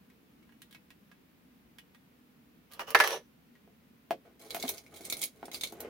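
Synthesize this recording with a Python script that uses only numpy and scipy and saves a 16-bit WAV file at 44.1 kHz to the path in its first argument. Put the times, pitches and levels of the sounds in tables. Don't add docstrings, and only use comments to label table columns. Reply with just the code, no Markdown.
import sys
import numpy as np
from scipy import signal
from scipy.fft import rfft, irfft, next_fast_len
from scipy.io import wavfile
from scipy.ndimage import uniform_filter1d

SR = 44100
rng = np.random.default_rng(int(sys.argv[2]) if len(sys.argv) > 2 else 0)


def wav_out(sig):
    wavfile.write(sys.argv[1], SR, np.round(np.clip(np.atleast_2d(sig).T, -1, 1) * 32767).astype(np.int16))


N = 259749
SIZE = 12288
T = np.arange(SIZE) / SR
HZ = np.fft.rfftfreq(SIZE, 1 / SR)
PIECE_SIZES = .09

# start_s, length_s, chains_sliding_db (relative),
# heap_rubbing_wall_db (relative)
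STIRS = [(4.238, 0.027, -76, -57.5), (4.386, 0.077, -52.5, -58.5), (4.483, 0.12, -49.5, -54),
         (4.565, 0.19, -45, -55), (4.77, 0.14, -62.5, -67.5), (4.909, 0.11, -49, -57),
         (5.022, 0.16, -46, -56), (5.20, 0.024, -35.5, -52), (5.337, 0.23, -64, -65.5),
         (5.511, 0.053, -41, -57.5), (5.615, 0.043, -44, -55.5), (5.695, 0.099, -63, -55.5),
         (5.784, 0.077, -75, -47)]
STIR_ATTACK_S, STIR_SETTLE_S = 0.018, 0.19


def amp(db):
    return 10 ** (np.asarray(db) / 20)


def read(points, hz):
    f, value = np.transpose(points)
    return np.interp(np.log(hz + 1), np.log(f + 1), value)


def unit(x):
    energy = (x ** 2).sum((-2, -1), keepdims=True) / 2
    return x / np.sqrt(energy + 1e-20)


def coloured(x, gain_db):
    cepstrum = irfft(np.log(amp(gain_db)))
    cepstrum[..., 1:SIZE // 2] *= 2
    cepstrum[..., SIZE // 2 + 1:] = 0
    response = np.exp(rfft(cepstrum))
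    return irfft(rfft(x) * response)


def ports(x, width):
    size = next_fast_len(N)
    left, right = rfft(x, size)
    side = amp(read(width, np.fft.rfftfreq(size, 1 / SR)))
    mid_part = left + right
    side_part = side * (left - right)
    pair = np.array([mid_part + side_part, mid_part - side_part])
    return irfft(pair / np.sqrt(2 + 2 * side ** 2), size)[:, :N]


def blows(count, modes, colour, crack_t60, snap_db, ring_db, scatter_db, sizes=0, patchy_db=0):
    crack = unit(rng.standard_normal((count, 2, SIZE)) * amp(-60 * T / crack_t60))
    crack[:, :, 0] += amp(snap_db)
    patches = uniform_filter1d(rng.standard_normal((count, 1, len(HZ))), size=170)
    patches *= np.minimum(HZ / 4000, 1) / patches.std()
    crack = unit(coloured(crack, read(colour, HZ) + patchy_db * patches))

    hz, db, t60 = np.transpose(modes)[:, :, None]
    detune = sizes * rng.standard_normal((count, len(modes), 1)) * (hz > 2500)
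    pitch = hz * np.exp(detune)
    shapes = amp(db - 60 * T / t60) * np.sin(np.float32(2 * np.pi * pitch * T))

    chance = rng.standard_normal((count, 2, 2, len(modes)))
    weights = amp(scatter_db * np.clip(chance[:, 0], -1.5, 1.5))
    weights *= np.sign(chance[:, 1] + (1800 / hz.T) ** 2)
    weights *= (-1) ** np.arange(len(modes))
    ring = unit(weights @ shapes)
    return unit(crack + amp(ring_db) * ring)


def strikes(rows, sounds, gain_db, focus_db=0):
    out = np.zeros((2, N + SIZE))
    octaves = np.log2(np.maximum(HZ, 300) / 2000)
    for (s, db, tilt, *centre), sound in zip(rows, sounds):
        focus = sum(np.exp(-(np.log2((HZ + 1) / hz) / 0.22) ** 2) for hz in centre)
        blow = unit(coloured(sound, tilt * octaves + focus_db * focus))
        start = round(s * SR)
        out[:, start:start + SIZE] += amp(db + gain_db) * blow
    return out[:, :N]


def by_pitch(rows, neutral_hz, slope_db):
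    return [(s, db, slope_db * np.log2(hz / neutral_hz), hz) for s, db, hz in rows]


def motion(rows, attack_s, settle_s):
    t = np.arange(N) / SR
    strokes = []
    for start, length, db in rows:
        rise = np.clip((t - start) / attack_s, 0, 1)
        after_s = np.maximum(t - start - length, 0)
        strokes.append(rise * amp(db - 60 * after_s / settle_s))
    return np.max(strokes, axis=0)


def patter(strength, sounds, per_s, spread_db, gain_db):
    moving = np.flatnonzero(strength > amp(-95))
    at = np.arange(moving[0], moving[-1])
    chance, force, which, side = rng.random((4, N))[:, at]
    clicks = (chance < per_s / SR) * amp(spread_db * force) * np.sign(side - .5)
    rms = np.sqrt(np.mean(clicks ** 2) + 1e-20)
    clicks *= strength[at] * amp(gain_db) / rms
    choice = (which * len(sounds)).astype(int)
    out = np.zeros((2, N + SIZE))
    for k, sound in enumerate(sounds):
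        train = clicks * (choice == k)
        out[:, at[0]:at[-1] + SIZE] += signal.fftconvolve(train[None], sound, axes=1)
    return out[:, :N]


def air(waver_db):
    # hz, density_db (relative)
    air_spectrum = [(15, -58), (25, -33.5), (64, -10.5), (102, -17), (157, -7), (248, -3), (316, -12.5),
                    (403, -17.5), (473, -15), (542, -21.5), (691, -22), (812, -23), (2460, -25.5),
                    (8050, -39.5), (15800, -30.5)]
    # hz, side_minus_mid_db
    air_width = [(60, -10.5), (110, -10), (200, -11.5), (380, -4), (700, -0.5), (1290, 0.5), (2380, 0),
                 (4400, -0.5), (8120, 0), (15000, 0)]
    rms_db = -62
    hz, t, z = signal.stft(rng.standard_normal((2, N)), SR, nperseg=2048, noverlap=1536)
    patches = uniform_filter1d(rng.standard_normal(z.shape[1:]), size=10, axis=1)
    patches = uniform_filter1d(patches, size=4, axis=0)
    waver = waver_db * patches / patches.std() * (hz < 500)[:, None]
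    field_db = read(air_spectrum, hz)[:, None] + waver
    noise = signal.istft(z * amp(field_db), SR, nperseg=2048, noverlap=1536)[1][:, :N]
    return amp(rms_db) * np.sqrt(N) * ports(unit(noise), air_width)


def room(x, wet_db):
    # hz, t60_s
    room_t60 = [(200, 0.2), (1000, 0.066), (4000, 0.11), (15000, 0.091)]
    hz, t, z = signal.stft(rng.standard_normal((2, SR // 2)), SR, nperseg=256)
    decay = amp(-60 * t / read(room_t60, hz)[:, None])
    tail = signal.istft(z * decay, SR, nperseg=256)[1]
    tail *= np.clip(np.arange(tail.shape[1]) / SR / 0.0035 - .5, 0, 1)
    return x + amp(wet_db) * signal.fftconvolve(x, unit(tail), axes=1)[:, :N]


def fingers():
    # start_s, level_db (relative), pitch_hz
    ticks = [(0.1007, -52, 2280), (0.4279, -55, 2200), (0.4924, -52.5, 1640), (0.5232, -52, 1640),
             (0.619, -38.5, 3400), (0.7103, -46.5, 3400), (0.7272, -43, 3170), (0.7477, -39.5, 2170),
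             (0.9048, -43, 2530), (1.1154, -45.5, 1800), (1.7853, -38, 2450), (1.9475, -47, 2000),
             (2.7157, -44.5, 3300), (2.7224, -41.5, 4300), (2.7357, -36.5, 4360), (3.5538, -51, 1900)]
    # pitch_hz, level_db (relative), t60_s
    held_modes = [(1640, 6.5, 0.047), (1900, 4.5, 0.063), (2226, 0.5, 0.075), (2640, -4, 0.13),
                  (3400, -1.5, 0.15)]
    # hz, density_db (relative)
    tick_colour = [(30, -52), (300, -31), (1100, -7), (1800, -8), (3000, -3.5), (5000, -10), (8000, -14.5),
                   (12000, -11.5), (15500, -14)]
    sounds = blows(count=len(ticks), modes=held_modes, colour=tick_colour, crack_t60=.05,
                   snap_db=-5, ring_db=-5, scatter_db=3, sizes=PIECE_SIZES)
    rows = by_pitch(ticks, neutral_hz=2800, slope_db=6)
    return strikes(rows, sounds, gain_db=14, focus_db=5.5)


def bounces(count, order):
    landing_s, flight_s = 2.9477, .0535
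    rebound = .69
    landing_db, landing_tilt_db = -5, -1
    bounce_loss_db, bounce_tilt_db = 3, 1.14
    corner_gap_s, corner_loss_db = .0038, 2.5
    body_hz = 1600
    landings = landing_s + flight_s * (1 - rebound ** np.arange(count)) / (1 - rebound)
    rows = []
    for hop, s in enumerate(landings):
        hop_db = landing_db - hop ** 2 * bounce_loss_db
        tilt_db = landing_tilt_db + hop * bounce_tilt_db
        for corner in range(order):
            rows.append((s + corner * corner_gap_s, hop_db - corner * corner_loss_db, tilt_db, body_hz))
    return rows


def dropped_piece():
    # start_s, length_s, level_db (relative)
    scrapes = [(2.695, 0.22, -64.5), (2.79, 0.02, -41.5), (2.865, .05, -46.5)]
    # pitch_hz, level_db (relative), t60_s
    scrape_modes = [(572.6, 2, 0.023), (800, -5.5, 0.021), (1192, 2.5, 0.052), (1800, -6.5, 0.025),
                    (2970, -1, 0.019), (2850, 5, 0.045)]
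    # hz, density_db (relative)
    scrape_colour = [(25, -51.5), (280, -26.5), (450, 3.5), (1200, -1.5), (2200, -12), (2900, -3),
                     (3800, -18), (5500, -12.5), (7500, -25), (15500, -20.5)]
    slips = blows(count=8, modes=scrape_modes, colour=scrape_colour, crack_t60=.02,
                  snap_db=-8.5, ring_db=-5, scatter_db=2)
    scraping = motion(scrapes, attack_s=.012, settle_s=0.08)
    scrape = patter(scraping, slips, per_s=2100, spread_db=5.0, gain_db=3.5)

    # start_s, level_db (relative), brightness_db_per_octave
    grazes = [(2.794, -25, -1), (2.817, -33.5, -4.5), (2.905, -26.5, 8.5), (2.989, -25, 3),
              (3.075, -18.5, 3.5), (3.107, -25.5, 3)]
    # pitch_hz, level_db (relative), t60_s
    table_modes = [(341, -13, .18), (484, -13, .18), (585, -13, .17), (689, -12, .15), (845, -8, .15),
                   (956, 0, .16), (1127, 2, .16), (1239, -5, .14), (1369, -1, .13), (1498, -2, .14),
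                   (1632, -4, .13), (1725, 7, .13), (1839, -2, .13), (1945, -2, .13), (2099, -1, .12),
                   (2233, -4, .14), (2485, -9, .12), (2700, -7, .1), (4200, -9, .05), (5830, -6, .05)]
    # hz, density_db (relative)
    drop_colour = [(25, -49), (100, -33), (270, -27.5), (360, -8.5), (1000, 0), (1800, -1.5), (2500, -3),
                   (3500, -12), (4400, -10.5), (6000, -17.5), (7500, -24), (10000, -20.5), (15500, -23.5)]
    contacts = bounces(count=3, order=3) + grazes
    hits = blows(count=len(contacts), modes=table_modes, colour=drop_colour, crack_t60=.032,
                 snap_db=-10, ring_db=-4, scatter_db=1)
    landing = strikes(contacts, hits, gain_db=15.5, focus_db=2.5)

    # start_s, length_s, level_db (relative)
    chatters = [(2.945, 0.2, -36.5)]
    # hz, density_db (relative)
    chatter_colour = [(25, -52), (280, -26.5), (350, 2.5), (500, 7.5), (750, 1.5), (1200, -1), (1800, -13),
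                      (2600, -4), (3400, -4), (4400, -9), (5200, -14.5), (5950, -1.5), (6500, -17),
                      (7200, -22), (11000, -14), (15500, -26)]
    taps = blows(count=8, modes=table_modes, colour=chatter_colour, crack_t60=0.057,
                 snap_db=-10, ring_db=-11.5, scatter_db=5.0, patchy_db=2.5)
    rocking = motion(chatters, attack_s=0.049, settle_s=0.11)
    chatter = patter(rocking, taps, per_s=830, spread_db=14.5, gain_db=1.0)
    return scrape + landing + chatter


def jar():
    # start_s, level_db (relative), brightness_db_per_octave, centre_hz
    knocks = [(3.676, -47, 0.5, 437), (4.108, -14, 3.5, 657), (4.114, -28, 5.5, 616),
              (4.547, -20, 8.5, 670), (4.566, -26, 6, 680), (4.637, -22.5, -2.2, 696),
              (4.651, -32, 5.5, 735), (4.694, -27.5, 8, 414), (5.005, -35.5, -8, 370),
              (5.429, -27.5, 0.5, 826), (5.482, -32.5, 0.5, 450), (5.725, -32, -2, 420)]
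    # pitch_hz, level_db (relative), t60_s
    jar_modes = [(260, 1, 0.14), (370, 4.5, 0.032), (441, -2.5, 0.21), (532, 0, 0.17), (714, 18, 0.03),
                 (913, 18.5, 0.017), (1140, -17, 0.18)]
    # hz, density_db (relative)
    knock_colour = [(25, -33), (70, -27), (150, -7), (300, 7), (700, -4), (1200, -6), (2200, -10.5),
                    (4000, -23.5), (8000, -39), (15500, -41)]
    # hz, density_db (relative)
    rub_colour = [(25, -34), (85, -2), (160, -11.5), (280, -3), (480, 6.5), (700, -5.5), (1200, -9),
                  (2200, -11.5), (4000, -25), (15500, -40)]
    thuds = blows(count=len(knocks), modes=jar_modes, colour=knock_colour, crack_t60=.045,
                  snap_db=0, ring_db=-1, scatter_db=1.5)
    rubs = blows(count=6, modes=jar_modes, colour=rub_colour, crack_t60=.05,
                 snap_db=-3, ring_db=-11, scatter_db=3)
    wall_rows = [(s, length, db) for s, length, _, db in STIRS]
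    shifting = motion(wall_rows, STIR_ATTACK_S, STIR_SETTLE_S)
    rustle = patter(shifting, rubs, per_s=900, spread_db=12, gain_db=-1.0)
    return strikes(knocks, thuds, gain_db=11.5, focus_db=7.0) + rustle


def trinkets():
    # start_s, level_db (relative), pitch_hz
    clink_rows = [(4.5062, -28, 3840), (4.5456, -32, 13200), (4.5604, -32.5, 12000), (4.5989, -33.5, 6300),
                  (4.6259, -24, 4050), (4.6798, -25, 3550), (4.6902, -17.5, 13050), (4.7805, -36.5, 5100),
                  (4.864, -45.5, 2330), (5.0514, -30, 9300), (5.0998, -22.5, 8350), (5.1243, -19.5, 3800),
                  (5.1682, -32.5, 10200), (5.1926, -35, 10300), (5.2165, -22.5, 8900), (5.2285, -23, 4600),
                  (5.2374, -19.5, 11040), (5.455, -37.5, 9300), (5.5154, -35, 3500), (5.5448, -26.5, 4300),
                  (5.6106, -26, 3840), (5.6351, -20, 3500), (5.6725, -33, 4100), (5.7229, -39.5, 12600),
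                  (5.8042, -29.5, 11500)]
    # pitch_hz, level_db (relative), t60_s
    metal_modes = [(2150, -1, .08), (2270, -3, .07), (3660, 0, .04), (4130, 1, .035), (5100, -4, .04),
                   (6280, -3, .05), (6940, -4, .05), (8630, -3, .05), (9100, -4, .05), (10250, -3, .05),
                   (10900, -3, .05), (12200, -5, .04), (13300, -4, .05), (14700, -5, .04)]
    # hz, density_db (relative)
    clink_colour = [(25, -33), (150, -12), (500, -8.5), (1700, -13), (2200, 4.5), (2800, -2.5), (3900, 2),
                    (5500, -1), (6700, 1.5), (7800, -5), (9000, -2), (11000, -3), (13000, -2.5),
                    (15500, -2)]
    clinks = blows(count=len(clink_rows), modes=metal_modes, colour=clink_colour, crack_t60=.04,
                   snap_db=-16, ring_db=-4, scatter_db=3, sizes=PIECE_SIZES, patchy_db=2)
    links = blows(count=24, modes=metal_modes, colour=clink_colour, crack_t60=.02,
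                  snap_db=-12, ring_db=0, scatter_db=4.5, sizes=PIECE_SIZES, patchy_db=3.5)
    chain_rows = [(s, length, db) for s, length, db, _ in STIRS]
    sliding = motion(chain_rows, STIR_ATTACK_S, STIR_SETTLE_S)
    jangle = patter(sliding, links, per_s=360, spread_db=18.5, gain_db=-5.5)
    rows = by_pitch(clink_rows, neutral_hz=6140, slope_db=2.4)
    return strikes(rows, clinks, gain_db=15.5, focus_db=7.5) + jangle


def scene():
    # hz, side_minus_mid_db
    near_width = [(100, -9), (380, -19), (700, -5.5), (1300, -3), (2400, 1), (4400, -3), (8000, -0.5),
                  (15000, -2)]
    # hz, left_minus_right_db
    balance = [(300, -0.5), (1200, -1.5), (2600, -2.5), (5500, 0), (8000, -4), (11000, -7.5), (13500, 2.5),
               (16000, 3.5)]
    near = room(fingers() + trinkets(), wet_db=-5.0)
    near = near + room(dropped_piece(), wet_db=-7.5)
    near = near + room(jar(), wet_db=-2.5)
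    size = next_fast_len(N)
    lean_db = read(balance, np.fft.rfftfreq(size, 1 / SR)) / 2
    spectrum = rfft(ports(near, near_width), size)
    heard = irfft(spectrum * amp([lean_db, -lean_db]), size)[:, :N]
    return heard + air(waver_db=1.5)


def record(dry):
    edge_hz = 15950
    lowpass = signal.firwin(255, edge_hz, window=("kaiser", 8), fs=SR)
    return signal.oaconvolve(dry, lowpass[None], "same")


dry = scene()
out = record(dry)
wav_out(out)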